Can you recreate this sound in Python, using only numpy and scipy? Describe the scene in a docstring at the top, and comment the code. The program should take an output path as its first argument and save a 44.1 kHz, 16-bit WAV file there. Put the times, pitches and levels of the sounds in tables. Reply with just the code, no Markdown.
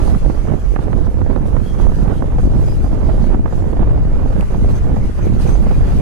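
"""Wind buffets a microphone held at the open window of a bus on a highway.
The slipstream hammers the exposed right port with eddies and rumbles more softly over the
sheltered left one. Behind it tyres and engine blur into a roar and air hisses past the frame.
The pane sticks and slips in its channel with short squeaks, and the frame ticks once."""
import sys
import numpy as np
from scipy import signal
from scipy.fft import rfft, irfft, next_fast_len
from scipy.io import wavfile
from scipy.ndimage import uniform_filter1d, minimum_filter1d, map_coordinates

SR = 44100
rng = np.random.default_rng(int(sys.argv[2]) if len(sys.argv) > 2 else 0)


def store_wav(level_fs):
    """Save 16-bit WAV to argv[1]."""
    pcm = np.round(np.clip(np.atleast_2d(level_fs), -1, 1) * 32767)
    wavfile.write(sys.argv[1], SR, pcm.T.astype(np.int16))


N = 265041
T = np.arange(N) / SR


def amp(db):
    """Decibels to gain."""
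    return 10 ** (np.asarray(db) / 20)


def unit(x):
    """Scale to rms 1."""
    return x / np.sqrt(np.mean(x ** 2) + 1e-20)


def curve(rows):
    """An automation line through (seconds, value) points."""
    return np.interp(T, *np.transpose(rows))


def swells(rows):
    """A curve with one bell for each (middle s, length s, height) row."""
    t = np.arange(0, N / SR, .001)
    bells = sum(height * np.exp(-(2 * (t - s) / length) ** 2) for s, length, height in rows)
    return np.interp(T, t, bells)


def wobble(rate):
    """A smooth random curve, rate knots a second."""
    return map_coordinates(rng.standard_normal(8192), [T * rate + 2], mode="mirror")


def stray(depth_db):
    """Chance swings of level in turbulent air."""
    return depth_db * wobble(rate=18)


def filtered(x, response):
    """Equalise x with a gain given as a function of Hz."""
    size = next_fast_len(N + 8192)
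    return irfft(rfft(x, size) * response(np.fft.rfftfreq(size, 1 / SR)), size)[..., :N]


def noise(spectrum):
    """Noise of rms 1 coloured by (Hz, dB) points on a log axis."""
    points_hz, db = np.transpose(spectrum)
    white = rng.standard_normal(N)
    return unit(filtered(white, lambda hz: amp(np.interp(np.log(hz + 1), np.log(points_hz + 1), db))))


def even(x, span_s):
    """Keep the fine texture of x, but hold its level at 1 over span_s."""
    window = signal.windows.hann(2 * int(span_s * SR / 2) + 3)
    power = np.abs(signal.fftconvolve(x ** 2, window / window.sum(), "same"))
    return x / np.sqrt(power + 1e-9)


def patchy(x, depth_db):
    """Give x short-lived patches of random gain over time and frequency."""
    spectra = signal.stft(x, nperseg=1024)[2]
    patches = uniform_filter1d(rng.standard_normal(spectra.shape), size=7, axis=1)
    patches = uniform_filter1d(patches, size=5, axis=2)
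    return signal.istft(spectra * amp(depth_db * unit(patches)), nperseg=1024)[1][:, :N]


def swirl(level_db, spectrum, churn_db, churn_rate, span_s):
    """Turbulent pressure: noise that comes in irregular bursts, about churn_rate changes a second."""
    bursts = noise(spectrum) * amp(churn_db * 2 * np.tanh(wobble(churn_rate) / 2))
    return amp(level_db) * even(bursts, span_s)


def sheltered_wind():
    """The sheltered port rumbles softly, and more as the slipstream curls round to it."""
    # Wind reaching this port. Each row: time in seconds, relative strength in dB.
    strength = [(0.0, -5), (0.11, 0), (0.3, -4), (0.46, -6), (1.08, -5.5), (1.2, -3.5), (1.36, -8),
                (1.45, -1), (1.6, -8), (1.72, -6), (1.95, -0.5), (2.1, -4.5), (2.26, -3), (2.35, 2),
                (2.46, 7), (2.53, -0.5), (2.63, 1.5), (2.73, 2), (2.82, 3.5), (3.05, -2), (3.14, 4),
                (3.25, -1.5), (3.42, 2), (3.5, -3.5), (3.62, -2), (3.73, -5), (3.82, 4.5), (4.1, 2),
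                (4.25, -0.5), (4.35, 1), (4.53, -1), (4.65, 3.5), (4.9, -0.5), (5.06, 1.5), (5.15, -5),
                (5.24, 0.5), (5.42, 1), (5.55, -0.5), (5.72, 3.5), (5.86, 5), (6.0, 1.5)]
    # Colours of the deep rumble and the buffeting above it. Each row: frequency in Hz, relative dB.
    rumble_colour = [(5, -38), (12, 4.5), (22, 4), (42, 6.5), (70, -9.5), (120, -8), (220, -31.5),
                     (700, -120)]
    buffet_colour = [(35, -34), (80, -5.5), (120, -1.5), (200, -8.5), (300, -17), (450, -29), (650, -30),
                     (1000, -50), (4000, -120)]
    flow_db = curve(strength) + stray(0.8)
    rumble = swirl(flow_db - 13.5, rumble_colour, churn_db=3.5, churn_rate=7.7, span_s=0.11)
    buffet = swirl(flow_db - 27, buffet_colour, churn_db=17, churn_rate=90, span_s=0.061)
    return rumble + buffet


def exposed_wind():
    """One airflow, with its gusts and lulls, drives rumble, buffeting, flutter and small eddies."""
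    # Strong eddies crossing the port. Each row: time in seconds, level in dB, centre in Hz, thump in dB.
    strong_eddies = [(0.081, -6, 510, -2.5), (0.149, -16, 764, -24), (0.263, -13, 430, -12),
                     (0.3, -10, 580, -4), (0.538, -3.5, 437, -6), (0.763, -7, 900, -9),
                     (0.791, -11.5, 680, -5), (.865, -30, 560, -21), (0.883, -8.5, 445, -25),
                     (0.931, -11, 860, -22), (1.217, -11, 740, -7), (1.264, -9, 395, -27),
                     (1.305, -21, 480, -25), (1.316, -22, 480, -7), (1.362, -9.5, 780, -22),
                     (1.364, -4.5, 390, -6), (1.567, -9.5, 724, -17), (1.8, -9, 666, -12),
                     (1.869, -11, 690, -20), (1.92, -11.5, 600, -13), (2.12, -18, 510, -20),
                     (2.224, -7, 690, -7), (2.397, -14, 660, -12), (2.454, -15, 480, 1),
                     (2.476, -19, 423, -4), (2.863, -13, 546, -27), (3.033, -12, 520, -17),
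                     (3.242, -13, 560, -9), (3.346, -7.5, 650, -16), (3.348, -8, 440, 3.5),
                     (3.395, -20, 650, -13), (3.456, -20, 500, -7), (3.46, -7, 680, -16),
                     (3.526, -11.5, 600, -9.5), (3.624, -11, 393, -17), (3.733, -9.5, 543, -9),
                     (3.772, -17, 560, -24), (3.795, -9, 556, -14), (3.823, -12, 540, -10),
                     (3.832, -15, 700, -23), (3.978, -9.5, 470, -19), (4.26, -9.5, 435, -10),
                     (4.547, -7.5, 520, -18), (4.647, -7.5, 430, -24), (4.917, -18, 490, -20),
                     (4.943, -20, 520, -8), (4.968, -7, 523, -12), (5.192, -11.5, 544, -12),
                     (5.269, -8, 340, -4), (5.669, -9, 500, -10), (5.721, -12, 452, -9)]
    # Gusts. Each row: middle in seconds, length in seconds, rise in dB.
    gusts = [(0.11, 0.1, 2.5), (0.285, 0.04, 4), (0.52, 0.081, 3), (0.96, 0.083, 3), (1.31, 0.038, 6),
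             (1.87, 0.096, 5), (2.39, 0.023, 5.5), (2.462, 0.019, 2), (2.85, 0.036, 3.5), (3.1, 0.12, 5),
             (3.33, 0.043, 1.5), (3.82, 0.042, 10.5), (4.92, 0.1, 2), (5.5, 0.047, 3.5)]
    # The slipstream lifts off the port. Each row: middle in seconds, length in seconds, drop in dB.
    lulls = [(0.2, 0.04, 13), (0.41, 0.15, 4), (0.6, 0.078, 8), (0.7, 0.15, 8.5), (0.84, 0.035, 5),
             (1.14, 0.05, 4), (1.43, 0.071, 2.5), (1.68, 0.12, 4.5), (2.19, 0.055, 3), (2.31, 0.05, 5),
             (2.72, 0.18, 4), (3.425, 0.06, 2.5), (3.51, 0.031, 6), (4.05, 0.068, 1.5), (4.2, 0.03, -2),
             (4.47, 0.084, 9.5), (4.59, 0.053, 4.5), (4.79, 0.067, 6), (5.14, 0.15, 8), (5.95, 0.066, 0.5)]
    # Colours of the deep rumble and the buffeting above it. Each row: frequency in Hz, relative dB.
    rumble_colour = [(5, -37), (12, 0.5), (22, -1), (42, -3), (70, -1.5), (100, -14), (160, -30),
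                     (500, -120)]
    buffet_colour = [(30, -25), (70, -3), (100, 3), (150, 1), (210, -3.5), (280, -10.5), (400, -22),
                     (1200, -120)]
    # Air rushes in with each strong eddy and slackens in its wake.
    rush_s, rush_db = 0.024, 1.5
    wake_s, wake_db, wake_lag_s = 0.026, 2.5, 0.024
    rush = np.minimum(1, swells([(s, rush_s, 1) for s, *_ in strong_eddies]))
    wake = np.minimum(1, swells([(s + wake_lag_s, wake_s, 1) for s, *_ in strong_eddies]))
    flow_db = swells(gusts) - swells(lulls) + rush_db * rush - wake_db * wake
    push_db = np.minimum(flow_db, 0.8 * flow_db)  # the lows follow all of a lull, only part of a gust
    rumble_db = -12 + push_db + stray(1.8)
    buffet_db = -16.5 + push_db + stray(2.5)
    rumble = swirl(rumble_db, rumble_colour, churn_db=3, churn_rate=61, span_s=0.15)
    buffet = swirl(buffet_db, buffet_colour, churn_db=6.5, churn_rate=90, span_s=0.079)
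    stream = surges() + rumble + buffet + flutter(flow_db + stray(1.5))
    # An arriving vortex briefly shields the port: the stronger it is, the more the stream ducks.
    duck_s, duck_db, duck_lead_s = 0.016, -10, 0.001
    cover = swells([(s - duck_lead_s, duck_s, amp(db)) for s, db, *_ in strong_eddies])
    return stream * amp(duck_db * cover) + eddies(strong_eddies + small_eddies(flow_db))


def flutter(flow_db):
    """The air flaps in irregular bursts, darker as they swell; stronger gusts make it louder and brighter."""
    # Midrange flapping of the air. Each row: frequency in Hz, relative level in dB.
    colour = [(70, -58), (190, -7.5), (280, 1), (450, -2), (650, -8), (1000, -15.5), (1500, -23.5),
              (2200, -35), (4000, -44.5), (9000, -120)]
    level_db, split_hz = -24, 800
    speed = 2 * np.tanh(unit(0.96 * wobble(55) + wobble(190)) / 2)
    air = even(noise(colour), span_s=0.049)
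    coarse = filtered(air, lambda hz: 1 / (1 + (hz / split_hz) ** 4))
    tearing = (air - coarse) * amp(3.5 * speed + 0.2 * flow_db)
    return amp(level_db + flow_db) * even(coarse * amp(6.1 * speed) + tearing, span_s=0.046)


def road_roar():
    """Tyres and engine merge into a diffuse, slowly shifting roar."""
    # The roar's rise and fall. Each row: time in seconds, base level in dB.
    levels = [(0.0, -40), (0.34, -42.5), (0.9, -43), (1.0, -46), (1.58, -45.5), (1.9, -45.5), (2.82, -44),
              (2.92, -46.5), (3.14, -43.5), (3.9, -45.5), (4.74, -40.5), (4.86, -43.5), (5.36, -40),
              (5.44, -38.5), (5.64, -40.5), (5.98, -38)]
    # Its colour. Each row: frequency in Hz, relative level in dB.
    colour = [(30, -23), (100, -9), (400, 11), (700, 1), (1000, 2), (1500, 0.5), (2200, -4), (3000, -11.5),
              (4000, -47), (8000, -53), (16000, -80)]
    roar = np.array([amp(1.2) * noise(colour), amp(-0.2) * noise(colour)])
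    return patchy(roar, depth_db=3.5) * amp(curve(levels) + 1.8 * wobble(15))


def frame_hiss():
    """Air streams past the window frame, its colour always shifting."""
    # Hiss on the near, left side. Each row: time in seconds, base level in dB.
    levels = [(0.0, -46), (0.1, -44.5), (0.2, -50), (0.55, -52), (1.4, -55.5), (1.7, -51.5), (1.95, -50),
              (2.25, -53.5), (2.6, -48.5), (2.95, -51.5), (3.32, -50.5), (3.4, -58.5), (3.55, -52),
              (3.92, -57), (4.65, -50), (4.9, -53.5), (5.3, -49), (5.37, -52.5), (5.41, -43), (5.54, -46),
              (5.63, -49.5), (6.0, -46)]
    # Its colour on each side. Each row: frequency in Hz, relative level in dB.
    near_colour = [(1200, -20), (2600, 3.5), (3800, 1), (4800, 3.5), (5600, -1), (6400, 4.5), (7300, -4.5),
                   (8200, -2), (9200, 0), (11000, -4.5), (13000, -11), (15500, -17)]
    far_colour = [(1200, -9), (2600, -1.5), (3800, -1.5), (5000, -3), (5800, -3.5), (6700, -3.5),
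                  (7800, -7.5), (10000, -9.5), (13000, -12), (15500, -19)]
    near_db = curve(levels)
    mean_db = near_db.mean()
    far_db = mean_db - 1 + 0.87 * (near_db - mean_db)  # the far port: softer, with smaller swings
    air = np.array([amp(near_db) * noise(near_colour), amp(far_db) * noise(far_colour)])
    return patchy(air, depth_db=3) * amp(1.3 * wobble(35))


def pane_squeaks():
    """The pane sticks and slips in its channel: short rough squeaks in a dry scrape."""
    # Each row: middle in seconds, length in seconds, pitch in Hz, waver in Hz, tone in dB,
    # scrape in dB, left over right in dB.
    squeaks = [(0.063, 0.09, 9250, 250, -55, -53, 12), (1.475, 0.046, 9240, 260, -61, -57, 13),
               (1.694, 0.086, 3270, 82, -50.5, -60, 7), (1.817, .08, 3270, 59.5, -56, -55, 3),
               (2.164, 0.11, 3120, 211, -58, -57, -7), (2.713, 0.077, 5040, 100, -55, -60, 14),
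               (2.85, 0.1, 4850, 90, -61, -68, 3), (3.1, 0.2, 4700, 89, -61, -68, -4),
               (3.16, 0.1, 3800, 300, -65, -57, -7), (3.54, 0.058, 7200, 130, -62, -65, -15),
               (3.62, .03, 7200, 130, -60, -68, -10), (4.708, .03, 4100, 300, -55, -52, 10),
               (4.77, 0.051, 6300, 110, -54.5, -57, 15), (5.235, 0.037, 6260, 130, -54, -61, 13),
               (5.414, .05, 9100, 300, -57, -58, 15), (5.476, 0.065, 2410, 281, -46, -70, 6),
               (5.485, 0.032, 6200, 35, -50.5, -57, 19), (5.54, 0.045, 6190, 30, -49.5, -70, 13),
               (5.53, .07, 8276, 70, -59, -72, 10)]
    out = np.zeros((2, N))
    scrape = noise([(1500, -24), (3000, 9), (5000, 2), (9500, 0), (12000, -3), (15500, -17)])
    drift = np.cumsum(wobble(900)) / SR
    chatter = even(amp(6.5 * wobble(rate=180)), span_s=0.024)  # the pane slips unevenly
    for s, length, hz, waver_hz, tone_db, scrape_db, pan_db in squeaks:
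        stroke = np.exp(-(2 * (T - s) / length) ** 2)
        tone = np.sqrt(2) * np.sin(2 * np.pi * (hz * T + waver_hz * drift))
        pan = amp([[pan_db / 2], [-pan_db / 2]])
        out += pan * stroke * (amp(tone_db) * chatter * tone + amp(scrape_db) * scrape)
    return out


def swing(cycles, turn):
    """The brief pressure swing of a passing vortex; turn is its phase in cycles."""
    return (np.exp(2j * np.pi * turn) / (1 - .5j * np.pi * cycles) ** 5).real


def eddies(rows):
    """A vortex on the port is a quick, tearing swing over a thump; weaker swings tumble around it."""
    # Colour of tearing air. Each row: frequency in Hz, relative level in dB.
    tear_colour = [(300, -24), (900, -4.5), (1600, 0), (2500, -12.5), (3700, -21), (4800, -28), (8000, -60)]
    tear_s, tear_db_per_octave = 0.0074, 8.5
    thump_hz, tumble_db, scatter_s = 225, -10, 0.003455
    tear = even(noise(tear_colour), span_s=0.006)
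    out = np.zeros(N)
    for s, db, hz, thump_db in rows:
        near = np.abs(T - s) < .04
        t = T[near] - s
        delay, size, turn = rng.standard_normal((3, 5, 1))
        core = swing(hz * t, turn[0])
        tumble_hz = 0.86 * hz * np.exp(0.32 * size)  # five swings, mostly slower than the core
        tumble = swing(tumble_hz * (t - scatter_s * (0.5 + delay)), turn).sum(axis=0)
        tear_db = -23 + tear_db_per_octave * np.log2(hz / 790)  # small, quick eddies tear harder
        rip = amp(tear_db) * np.exp(-(2 * t / tear_s) ** 2) * tear[near]
        thump = amp(thump_db) * swing(thump_hz * t, turn[0] + 0.25)
        out[near] += amp(db) * (core + amp(tumble_db) * tumble + rip) + thump
    return out


def small_eddies(flow_db):
    """Rows for eddies(): lesser vortices that crackle at random and grow with the flow."""
    per_second, centre_hz = 20, 450
    count = int(per_second * N / SR)
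    at = rng.integers(N, size=count)
    strength, size = rng.standard_normal((count, 2)).T
    db = -16.5 + 0.47 * flow_db[at] + 3.1 * strength
    thump_db = db - 3.5
    return list(zip(T[at], db, centre_hz * np.exp(0.2 * size), thump_db))


def surges():
    """The largest eddies heave the air in the window opening for a few slow cycles."""
    # Deep surges of pressure. Each row: middle in seconds, length in seconds, level in dB.
    heaves = [(0.127, 0.087, -7), (0.262, 0.089, -6.5), (0.393, .07, -8), (0.7, 0.15, -6.5), (1, 0.14, -10),
              (1.357, 0.1, -8.5), (1.586, 0.12, -8.5), (1.836, 0.14, -8), (2.006, 0.095, -8),
              (2.596, 0.16, -14.5), (3.286, 0.2, -8), (3.864, 0.058, -20), (4.423, 0.049, -10),
              (4.658, 0.092, -7.5), (5.59, 0.29, -7.5)]
    # Their sub-bass colour. Each row: frequency in Hz, relative level in dB.
    colour = [(10, -70), (24, 2), (40, 2), (58, -13), (90, -34), (250, -120)]
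    envelope = swells([(s, length, amp(db)) for s, length, db in heaves])
    return envelope * even(noise(colour), span_s=0.039)


def frame_tick():
    """A dry click of the frame, gone in a few milliseconds."""
    # Each row: time in seconds, base level in dB.
    ticks = [(4.41, -34)]
    colour = [(800, -25), (1800, 7), (2700, 11), (4500, -9), (6500, -6), (9000, -4),
              (12000, -14), (15500, -17)]
    strike = sum(amp(db) * np.exp(-np.abs(T - s) / 0.001) for s, db in ticks)
    return strike * np.array([amp(6.5) * noise(colour), amp(4.5) * noise(colour)])


def scene():
    """Wind in front, unrelated on the two ports, and the running bus behind it."""
    wind = np.array([sheltered_wind(), exposed_wind()])
    return wind + road_roar() + frame_hiss() + pane_squeaks() + frame_tick()


def record(dry):
    """A fast, soft limiter rides each channel, then a brick-wall low-pass trims the top."""
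    ceiling, top_hz = 0.91, 15450
    needed_gain = (1 + (np.abs(dry) / ceiling) ** 8) ** (-1 / 8)
    gain = uniform_filter1d(minimum_filter1d(needed_gain, size=121), size=121)
    return filtered(dry * gain, lambda hz: hz < top_hz)


dry = scene()
out = record(dry)
store_wav(out)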